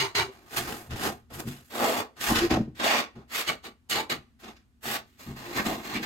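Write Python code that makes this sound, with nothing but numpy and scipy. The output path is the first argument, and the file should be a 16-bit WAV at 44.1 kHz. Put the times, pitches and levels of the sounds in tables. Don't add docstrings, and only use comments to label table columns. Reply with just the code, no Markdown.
import sys
import numpy as np
from scipy import signal
from scipy.fft import rfft, irfft, next_fast_len
from scipy.io import wavfile

SR = 44100
rng = np.random.default_rng(int(sys.argv[2]) if len(sys.argv) > 2 else 0)


def file_out(sig):
    cols = np.atleast_2d(sig).T
    lim = np.clip(cols, -1, 1)
    pcm = np.round(lim * 32767).astype(np.int16)
    wavfile.write(sys.argv[1], SR, pcm)


N = 266805
TIME = np.arange(N) / SR
FFT_SIZE = next_fast_len(N, True)
HZ = np.maximum(np.arange(FFT_SIZE // 2 + 1) * SR / FFT_SIZE, 1)


def from_db(db):
    return 10 ** (np.asarray(db) / 20)


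def unit_rms(x):
    return x / np.sqrt(np.mean(x ** 2) + 1e-20)


def over_hz(points):
    hz, value = np.transpose(points)
    return np.interp(np.log(HZ), np.log(hz), value)


def shaped(x, gain):
    spectrum = rfft(x.astype(np.float32), FFT_SIZE)
    return irfft(spectrum * gain.astype(np.float32), FFT_SIZE)[..., :N]


def drift(rate_hz, hop=32):
    pole = np.exp(-2 * np.pi * rate_hz * hop / SR)
    slow = signal.lfilter([1], [1, -2 * pole, pole * pole], rng.standard_normal(N // hop + 1002))[1000:]
    return np.interp(np.arange(N) / hop, np.arange(len(slow)), unit_rms(slow))


def resonances(modes):
    return np.sqrt(sum(from_db(db) ** 2 / (1 + ((HZ ** 2 - hz ** 2) / (HZ * width_hz)) ** 2)
                       for hz, width_hz, db in modes))


def swell(peak_s, rise_s, fall_s):
    age_s = TIME - peak_s
    return np.exp(-np.minimum(np.where(age_s < 0, (age_s / rise_s) ** 2, age_s / fall_s), 20))


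# freq_hz, correlation
COHERENCE = [(60, 0.74), (350, 0.86), (750, 0.99), (1200, 0.15), (3000, 0.05), (5800, 0.028), (7200, .82),
             (9300, 0.95), (10200, 0.19), (12000, 1), (15500, .35)]
def stereo(pair, lag_s=0.00021, lag_below_hz=2600):
    alike = np.clip(over_hz(COHERENCE), -.99, .99)
    mid, side = rfft(pair, FFT_SIZE) * np.sqrt([1 + alike, 1 - alike])
    delay = np.exp(-2j * np.pi * HZ * lag_s * (HZ < lag_below_hz))
    return irfft([mid + side, (mid - side) * delay], FFT_SIZE)[:, :N] / np.sqrt(2)


# freq_hz, density_db
AIR_COLOUR = [(15, -40), (25, -20), (64, 9.5), (185, -11), (249, 5.5), (301, -17), (326, -13), (545, -25.5),
              (1130, -24.5), (1480, -24.5), (1790, -26), (14400, -40.5), (16000, -51)]
def room_air(level_db=-62):
    noise = stereo(rng.standard_normal((2, N)))
    return from_db(level_db) * unit_rms(shaped(noise, from_db(over_hz(AIR_COLOUR))))


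def room(x, t60_s=0.2, wall_hz=5000, wet_db=-14, late_t60_s=0.73, late_db=-24.5):
    echoes = shaped(stereo(rng.standard_normal((2, N))), 1 / np.hypot(1, HZ / wall_hz))
    decay = (from_db(-60 * TIME / t60_s) + from_db(late_db - 60 * TIME / late_t60_s)) * (TIME > .004)
    response = (echoes * decay / np.sqrt(np.sum(decay ** 2)))[:, :SR // 2]
    return x + from_db(wet_db) * signal.fftconvolve(x, response, axes=1)[:, :N]


def thuds(blows, modes, rise_cycles, spread_octaves, rattle_db):
    forces = np.array([from_db(db) * swell(peak_s, rise_cycles / hz, fall_s)
                       for peak_s, db, fall_s, hz in blows])
    mode_hz, _, mode_db = np.transpose(modes)
    blow_hz = np.array(blows)[:, -1:]
    weights = from_db(mode_db) / (1 + (np.log2(mode_hz / blow_hz) / spread_octaves) ** 4)
    weights /= np.linalg.norm(weights, axis=1, keepdims=True)
    envelopes = np.sqrt(weights.T ** 2 @ forces ** 2)
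    out = 0
    for envelope, (hz, width_hz, _) in zip(envelopes, modes):
        phase = 2 * np.pi * np.cumsum(hz + width_hz / 3 * drift(23.57)) / SR
        rattle = from_db(rattle_db) * drift(93) * np.cos(phase)
        out += envelope * np.sqrt(2) * (np.sin(phase) + rattle)
    return out


# peak_s, level_db, fall_s, pitch_hz
STEPS = [(0.59, -44, 0.14, 154), (0.938, -35, 0.028, 103.4), (1.08, -49, 0.095, 163.2),
         (1.36, -46, 0.11, 109), (1.48, -33.5, .039, 165), (3.176, -43.5, .026, 208),
         (4.19, -48.5, .024, 129), (4.45, -68.5, .1, 108), (4.88, -40, 0.06, 253),
         (5.295, -37.5, 0.065, 162.7)]
# pitch_hz, width_hz, level_db
FLOOR_MODES = [(79.8, 22, -1.5), (131, 29, -1.5), (197, 36, -17), (231, 28.8, -1.5), (373, 33, -3)]
def footsteps():
    return thuds(STEPS, FLOOR_MODES, rise_cycles=4, spread_octaves=1.0, rattle_db=-4.5)


# peak_s, level_db, fall_s, pitch_hz
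BUMPS = [(2.312, -25.5, 0.027, 238), (2.32, -36.5, 0.13, 80), (2.518, -25, 0.052, 320),
         (2.54, -35.5, 0.079, 90), (2.578, -26, .02, 251.3), (2.612, -25, 0.0077, 178.4),
         (2.685, -40.5, .018, 154.8), (5.67, -30.5, 0.059, 267), (5.96, -32.5, .05, 280)]
# pitch_hz, width_hz, level_db
BUCKET_MODES = [(75, 24, -4.5), (123, 36, -3), (199.4, 25, -8), (230.8, 28, 0), (318, 49.5, -1),
                (498, 55, -14), (778, 37, -21.5)]
def bucket_bumps():
    return thuds(BUMPS, BUCKET_MODES, rise_cycles=2.7, spread_octaves=0.61, rattle_db=-0.5)


# start_s, level_db
LIFTS = [(0.23, -57.5), (3.51, -60), (4.135, -47.5)]
# pitch_hz, level_db, t60_s
FREE_BLADE_MODES = [(1917, 3, 0.17), (2556, -14, 0.33), (2929, 0, 0.16), (3680, -4.5, 0.15),
                    (6060, -22.5, 0.5), (8500, -15, 0.27)]
def blade_rings():
    flicks, out = np.zeros(N), 0
    for start_s, db in LIFTS:
        flicks[round(start_s * SR)] = from_db(db)
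    for hz, db, t60_s in FREE_BLADE_MODES:
        radius, angle = from_db(-60 / (t60_s * SR)), 2 * np.pi * hz / SR
        poles = [1, -2 * radius * np.cos(angle), radius ** 2]
        out += from_db(db) * signal.lfilter([0, np.sin(angle)], poles, flicks + 1e-18)
    return out


# peak_s, level_db, rise_s, pitch_hz
SQUEALS = [(0.045, -38, 0.023, 394), (0.181, -29, 0.0098, 395), (0.208, -30, 0.013, 2283),
           (0.3, -44, 0.024, 390), (1.897, -30.5, 0.024, 659), (2.448, -20.5, .03, 342),
           (2.57, -32.5, .069, 768), (3.484, -33, 0.0095, 3010), (3.502, -31.5, 0.015, 2206),
           (3.93, -30.5, .018, 2966), (4.0, -33.5, .022, 876), (5.514, -37.5, .031, 350),
           (5.963, -37, 0.017, 2290)]
def squeals(waver=.014, rough_db=3.5, fall_s=.015):
    warped_s = np.cumsum(1 + waver * drift(60)) / SR
    tones = sum(from_db(db) * swell(peak_s, rise_s, fall_s) * np.sin(2 * np.pi * hz * warped_s)
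                for peak_s, db, rise_s, hz in SQUEALS)
    return np.sqrt(2) * tones * from_db(rough_db * drift(90))


# peak_s, level_db, rise_and_fall_s, pitch_hz
CHATTERS = [(1.856, -23, 0.016, 742), (1.893, -29, 0.054, 488), (2.314, -27, .03, 934),
            (2.579, -32.5, 0.014, 623), (2.865, -25, 0.023, 698), (2.931, -24, 0.035, 838),
            (2.92, -26, 0.044, 2100), (3.98, -35, 0.044, 893), (5.596, -26, 0.014, 1826),
            (5.713, -33, 0.028, 664), (5.972, -35, .017, 2450)]
def chatters(grains, width_ratio=0.47):
    out = 0
    for peak_s, db, ramp_s, hz in CHATTERS:
        band = signal.butter(1, [hz * (1 - width_ratio / 2), hz * (1 + width_ratio / 2)], "band", fs=SR)
        judder = unit_rms(signal.lfilter(*band, signal.lfilter(*band, grains)))
        out += from_db(db) * swell(peak_s, ramp_s, ramp_s) * judder
    return out


def mode_ripple(spacing_hz=75, depth_db=4.6):
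    grid_hz = np.arange(0, SR / 2, spacing_hz)
    ripple = np.interp(HZ, grid_hz, rng.uniform(-1.7, 1.7, 1200)[:len(grid_hz)])
    return unit_rms(from_db(depth_db * ripple * HZ / (HZ + 300)))


def travelling(grains, points=4):
    nearness = np.array([np.exp(2 * drift(7)) for _ in range(points)])
    nearness /= nearness.sum(axis=0)
    return unit_rms(sum(near * shaped(grains, mode_ripple()) for near in nearness))


def grit(grains_per_s, size_db, paste_db, slip_db, slip_hz):
    sizes = from_db(size_db * np.minimum(rng.exponential(1, N), 3))
    struck = rng.random(N) < grains_per_s / SR
    cracks = unit_rms(sizes * struck * np.sign(rng.standard_normal((2, N))))
    paste = from_db(paste_db) * rng.standard_normal((2, N))
    rubbing = travelling(stereo(cracks + paste))
    return unit_rms(rubbing * from_db(slip_db * np.clip(drift(slip_hz), -2, 2)))


def pressure(age_s, rise_s, drag_s, fall_s):
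    onset = (np.maximum(-age_s, 0) / rise_s) ** 1.09
    release = np.maximum(age_s - drag_s, 0) / fall_s
    return np.exp(-np.minimum(onset + release, 20))


def stroke_gains(strokes, falls_s, hollowing_db, dulling_db):
    power = np.zeros((3, N))
    for contact_s, rise_s, drag_s, level_db, swell_db, body_db, hiss_db, _ in strokes:
        span = slice(*np.searchsorted(TIME, [contact_s - 4 * rise_s, contact_s + drag_s + .3]))
        age_s = TIME[span] - contact_s
        along = np.clip(age_s / drag_s, 0, 1) - .5
        offsets_db = [body_db + hollowing_db * along, 0, hiss_db - dulling_db * along]
        for band, (offset_db, fall_s) in enumerate(zip(offsets_db, falls_s)):
            gain = from_db(level_db + swell_db * along + offset_db)
            power[band, span] += (gain * pressure(age_s, rise_s, drag_s, fall_s)) ** 2
    return np.sqrt(power)


def friction(gains, grains, colour, modes, ring_db, bands_db):
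    tone = np.hypot(from_db(over_hz(colour)), from_db(ring_db) * resonances(modes))
    above_body, above_rasp = 1 / (1 + (1300 / HZ) ** 6), 1 / (1 + (6500 / HZ) ** 8)
    shares = [1 - above_body, above_body - above_rasp, above_rasp]
    ranges_hz = [(400, 1300), (1300, 6000), (7000, 16000)]
    out = 0
    for share, (low_hz, high_hz), gain, db in zip(shares, ranges_hz, gains, bands_db):
        band_rms = np.sqrt(np.mean(tone ** 2 * (HZ > low_hz) * (HZ < high_hz)))
        out += from_db(db) * gain * shaped(grains, share * tone / band_rms)
    return out


# contact_s, rise_s, drag_s, level_db, swell_db, body_db, hiss_db, bite_db
SCUFFS = [(0.327, 0.017, .16, -63.5, -8, 4, -5.5, -21), (0.54, 0.03, 0.19, -40.5, 1, -0.5, -3.5, -18),
          (0.572, .006, 0.014, -28, -3, -11, -1.5, -8), (0.76, .03, .12, -54, -15, 3, 1, -18.5),
          (0.911, 0.0068, .025, -42.5, 0.5, -1.5, -11.5, -1.5),
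          (0.961, .003, 0.063, -44, 3.5, 1.5, -6.5, 6), (1.042, 0.033, 0.032, -32.5, -1, 1.5, -4, -17.5),
          (1.306, 0.0058, 0.013, -56, 4.5, 6, -8, 6.5), (1.345, 0.012, 0.017, -44.5, -4, -2.5, 0, -16.5),
          (1.404, 0.013, 0.006, -42, -12.5, 4, 0.5, -7), (1.485, 0.022, .13, -52.5, -14.5, -5.5, -1.5, -17),
          (1.655, .02, .04, -66.5, 1.5, -20.5, 4.5, -19.5), (2.168, .006, 0.041, -53.5, 2.5, -0.5, -8, -10),
          (2.212, .009, 0.11, -31, 4.5, -10, -3, -4.5), (2.36, 0.014, 0.079, -27.5, -5.5, -4.5, -12, -15),
          (2.507, 0.0049, 0.035, -29.5, -4, 2, -16, -10), (3.161, 0.0069, 0.06, -63, -8.5, 8.5, -17, -5.5),
          (4.402, .006, 0.037, -58.5, -3, -4, -5, -10.5), (4.44, 0.0093, 0.049, -48.5, 2, 0, -12.5, -8.5),
          (4.57, .012, 0.026, -61, -6.5, -13, -18.5, -12)]
# freq_hz, density_db
SCUFF_COLOUR = [(24, -37.5), (40, -1.5), (176, -5.5), (329, 3), (615, -5), (715, 0.5), (990, -4.5),
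                (1760, -8), (2150, -9), (2700, -11), (5720, -16.5), (6820, -17), (9940, -22),
                (11800, -17.5), (16000, -25)]
# pitch_hz, width_hz, level_db
SLAB_MODES = [(230, 21, 3.5), (714, 29, -32), (1231, 20, 1.5), (1873, 130, -17.5), (2290, 60, -13)]
def scuffs(sand):
    gains = stroke_gains(SCUFFS, falls_s=(.031, .029, .03), hollowing_db=6, dulling_db=0.5)
    return friction(gains, sand, SCUFF_COLOUR, SLAB_MODES, ring_db=-0.5, bands_db=(-1, 0.8, -3.3))


def bites(grains, strokes, low_hz=150, top_hz=7000, rise_s=.0044, fall_s=.01):
    colour = from_db(over_hz(SCUFF_COLOUR)) / np.hypot(1, HZ / top_hz) / np.hypot(1, low_hz / HZ)
    envelope = sum(from_db(level_db - swell_db / 2 + bite_db) * swell(contact_s, rise_s, fall_s)
                   for contact_s, _, _, level_db, swell_db, _, _, bite_db in strokes)
    return envelope * unit_rms(shaped(grains, colour))


# contact_s, rise_s, drag_s, level_db, swell_db, body_db, hiss_db, bite_db
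DIGS = [(0.003, 0.0071, 0.046, -27.5, -9, -6, -16, -13.5), (0.153, 0.002, 0.048, -25.5, 0, -6.5, -15, -9)]
# freq_hz, density_db
DIG_COLOUR = [(24, -43.5), (40, -21), (133, -4.5), (220, -31.5), (392, -1.5), (503, -20.5), (831, -7),
              (1630, -12), (2260, -6.5), (2500, -19), (2910, -19.5), (6330, -25), (16000, -29.5)]
# pitch_hz, width_hz, level_db
SCOOP_MODES = [(375, 20, 0), (905, 60, -6), (1500, 13, -12), (2353, 50, -6), (2914, 140, -4.5),
               (3970, 39, -8.5), (3970, 310, -13.5), (4130, 56, -3.5), (4580, 58, -7), (5120, 23, -4),
               (5450, 47, -18.5), (6050, 22, -15), (6380, 120, -10.5), (6700, 82, -18), (7400, 36, -21.5),
               (8100, 84, -18)]
def digs(mortar):
    gains = stroke_gains(DIGS, falls_s=(.036, .027, .028), hollowing_db=9, dulling_db=-1)
    return friction(gains, mortar, DIG_COLOUR, SCOOP_MODES, ring_db=0, bands_db=(-0.1, 1.2, -1))


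# contact_s, rise_s, drag_s, level_db, swell_db, body_db, hiss_db, bite_db
BUCKET_CUTS = [(5.08, 0.028, 0.098, -69.5, 1.5, -15.5, -5.5, -19.5),
               (5.199, .008, 0.14, -53.5, -5.5, 0, -5.5, -4), (5.365, 0.0055, 0.26, -45.5, 6.5, 2.5, -9, 1.5),
               (5.576, 0.021, 0.025, -32.5, -3, 1.5, -10, -1.5), (5.667, 0.017, 0.14, -41, -13.5, 3.5, -7, -13),
               (5.853, 0.02, .085, -40.5, 1.5, 0.5, -9.5, -4), (5.957, 0.015, 0.023, -35, -5.5, -6, -14.5, -11.5),
               (6.033, 0.01, 0.016, -37, -0.5, -5.5, -13.5, -2)]
# freq_hz, density_db
CUT_COLOUR = [(24, -38), (40, -10), (312, -12.5), (1040, -6), (1210, -7.5), (1440, -11.5), (1760, -8),
              (3220, -12.5), (3930, -14), (7540, -23.5), (9690, -33.5), (12800, -24), (16000, -30.5)]
# pitch_hz, width_hz, level_db
CUTTING_TROWEL_MODES = [(269, 91, -1), (1210, 40, -3), (1800, 28, -19), (2090, 180, -6), (4082, 420, -12.5),
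                        (4300, 45, -14), (5750, 28, -30), (6160, 140, -22), (7660, 78, -19.5)]
def bucket_cuts(sand):
    gains = stroke_gains(BUCKET_CUTS, falls_s=(.029, .021, .03), hollowing_db=4, dulling_db=3)
    return friction(gains, sand, CUT_COLOUR, CUTTING_TROWEL_MODES, ring_db=-0.5, bands_db=(-0.8, 0.95, -0.4))


# contact_s, rise_s, drag_s, level_db, swell_db, body_db, hiss_db, bite_db
JABS = [(3.479, 0.01, 0.017, -29, 4, -5.5, -10.5, -8), (3.644, 0.007, .024, -44.5, 1, -2.5, -9.5, 3.5),
        (3.899, 0.0027, .015, -35.5, 2.5, -24.5, -1.5, -10),
        (3.916, 0.006, .085, -29.5, -2.5, -5, -11.5, -16.5),
        (4.1, 0.0025, 0.021, -28.5, -0.5, -5, -11.5, -7.5)]
# freq_hz, density_db
JAB_COLOUR = [(24, -44), (40, -13.5), (392, -1), (697, -10), (831, -3.5), (1020, -15.5), (1520, -3),
              (2260, -1), (2500, -3), (2980, -4), (3650, -6), (3930, -2), (9690, -40), (12800, -31),
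              (16000, -38.5)]
# pitch_hz, width_hz, level_db
BLADE_MODES = [(375, 26, -4.5), (810, 51, -4.5), (1180, 85, -4), (1328, 32, -20), (2306, 48, 2.5),
               (2940, 30, 4), (3870, 110, -8.5), (4600, 36, -24), (4100, 52, -16), (4670, 43, -8),
               (6150, 35, -18.5), (6400, 39, -16), (7040, 100, -20.5), (8210, 61, -22)]
def jabs(mortar):
    gains = stroke_gains(JABS, falls_s=(.029, .021, .021), hollowing_db=6, dulling_db=2.5)
    return friction(gains, mortar, JAB_COLOUR, BLADE_MODES, ring_db=3, bands_db=(-0.04, 1.26, 0.5))


# contact_s, rise_s, drag_s, level_db, swell_db, body_db, hiss_db, bite_db
SWEEPS = [(1.708, 0.0069, 0.045, -46.5, 5.5, 1, -7.5, -6.5),
          (1.755, .012, .075, -37, 6.5, 6.5, -5.5, -19.5), (1.837, 0.01, 0.17, -33.5, -4, 4, -6.5, -5),
          (2.755, 0.0047, 0.036, -51.5, 10, -8.5, -12, -1.5), (2.8, .005, 0.047, -34, -2.5, 1, -20, -6),
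          (2.846, 0.014, 0.16, -27.5, -2.5, -4, -13.5, -15.5), (3.304, .008, 0.011, -51.5, 7, -4, -15, -6),
          (3.322, 0.0046, .025, -42, 1, -8.5, -11.5, -9), (3.354, 0.019, 0.057, -30.5, 2.5, -10, -7, -23.5),
          (4.834, 0.006, .025, -44.5, 7, -0.5, 0, -1.5), (4.865, 0.014, 0.093, -33.5, 3.5, -8, -6, -25)]
# freq_hz, density_db
SWEEP_COLOUR = [(24, -48.5), (40, -28), (99, -13), (176, -18.5), (237, -2.5), (770, -3.5), (990, -6.5),
                (1210, -4.5), (1440, -10.5), (2770, -9.5), (5310, -16), (7730, -17), (9940, -22),
                (12100, -16), (16000, -22.5)]
# pitch_hz, width_hz, level_db
TILE_MODES = [(830, 96, 0.5), (1107, 67, -12), (1685, 240, -4), (2300, 340, -8), (2640, 79, -20)]
def sweeps(mortar):
    gains = stroke_gains(SWEEPS, falls_s=(.028, .022, .016), hollowing_db=5, dulling_db=1)
    return friction(gains, mortar, SWEEP_COLOUR, TILE_MODES, ring_db=-3, bands_db=(-0.15, 1.53, -0.3))


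# freq_hz, left_over_right_db
BALANCE = [(100, 1.4), (1000, -1), (2500, -1), (8000, -2), (13000, -1.2)]
def scene():
    mortar = grit(grains_per_s=5000, size_db=2.5, paste_db=0.9, slip_db=1.18, slip_hz=90)
    sand = grit(grains_per_s=4000, size_db=-0.5, paste_db=0.5, slip_db=1.45, slip_hz=70)
    reversed_sand = sand[:, ::-1]
    movement = footsteps() + bucket_bumps() + scuffs(sand)
    ringing = blade_rings() + squeals() + chatters(reversed_sand)
    crunches = bites(reversed_sand, SCUFFS + DIGS + BUCKET_CUTS + JABS + SWEEPS)
    trowels = digs(mortar) + bucket_cuts(sand) + jabs(mortar) + sweeps(mortar)
    mix = room_air() + room(movement + ringing + crunches + trowels)
    return shaped(mix, from_db(over_hz(BALANCE) * [[.5], [-.5]]))


def record(dry):
    cutoff_hz = 15900
    return signal.sosfilt(signal.ellip(12, .1, 80, cutoff_hz, fs=SR, output="sos"), dry)


dry = scene()
out = record(dry)
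file_out(out)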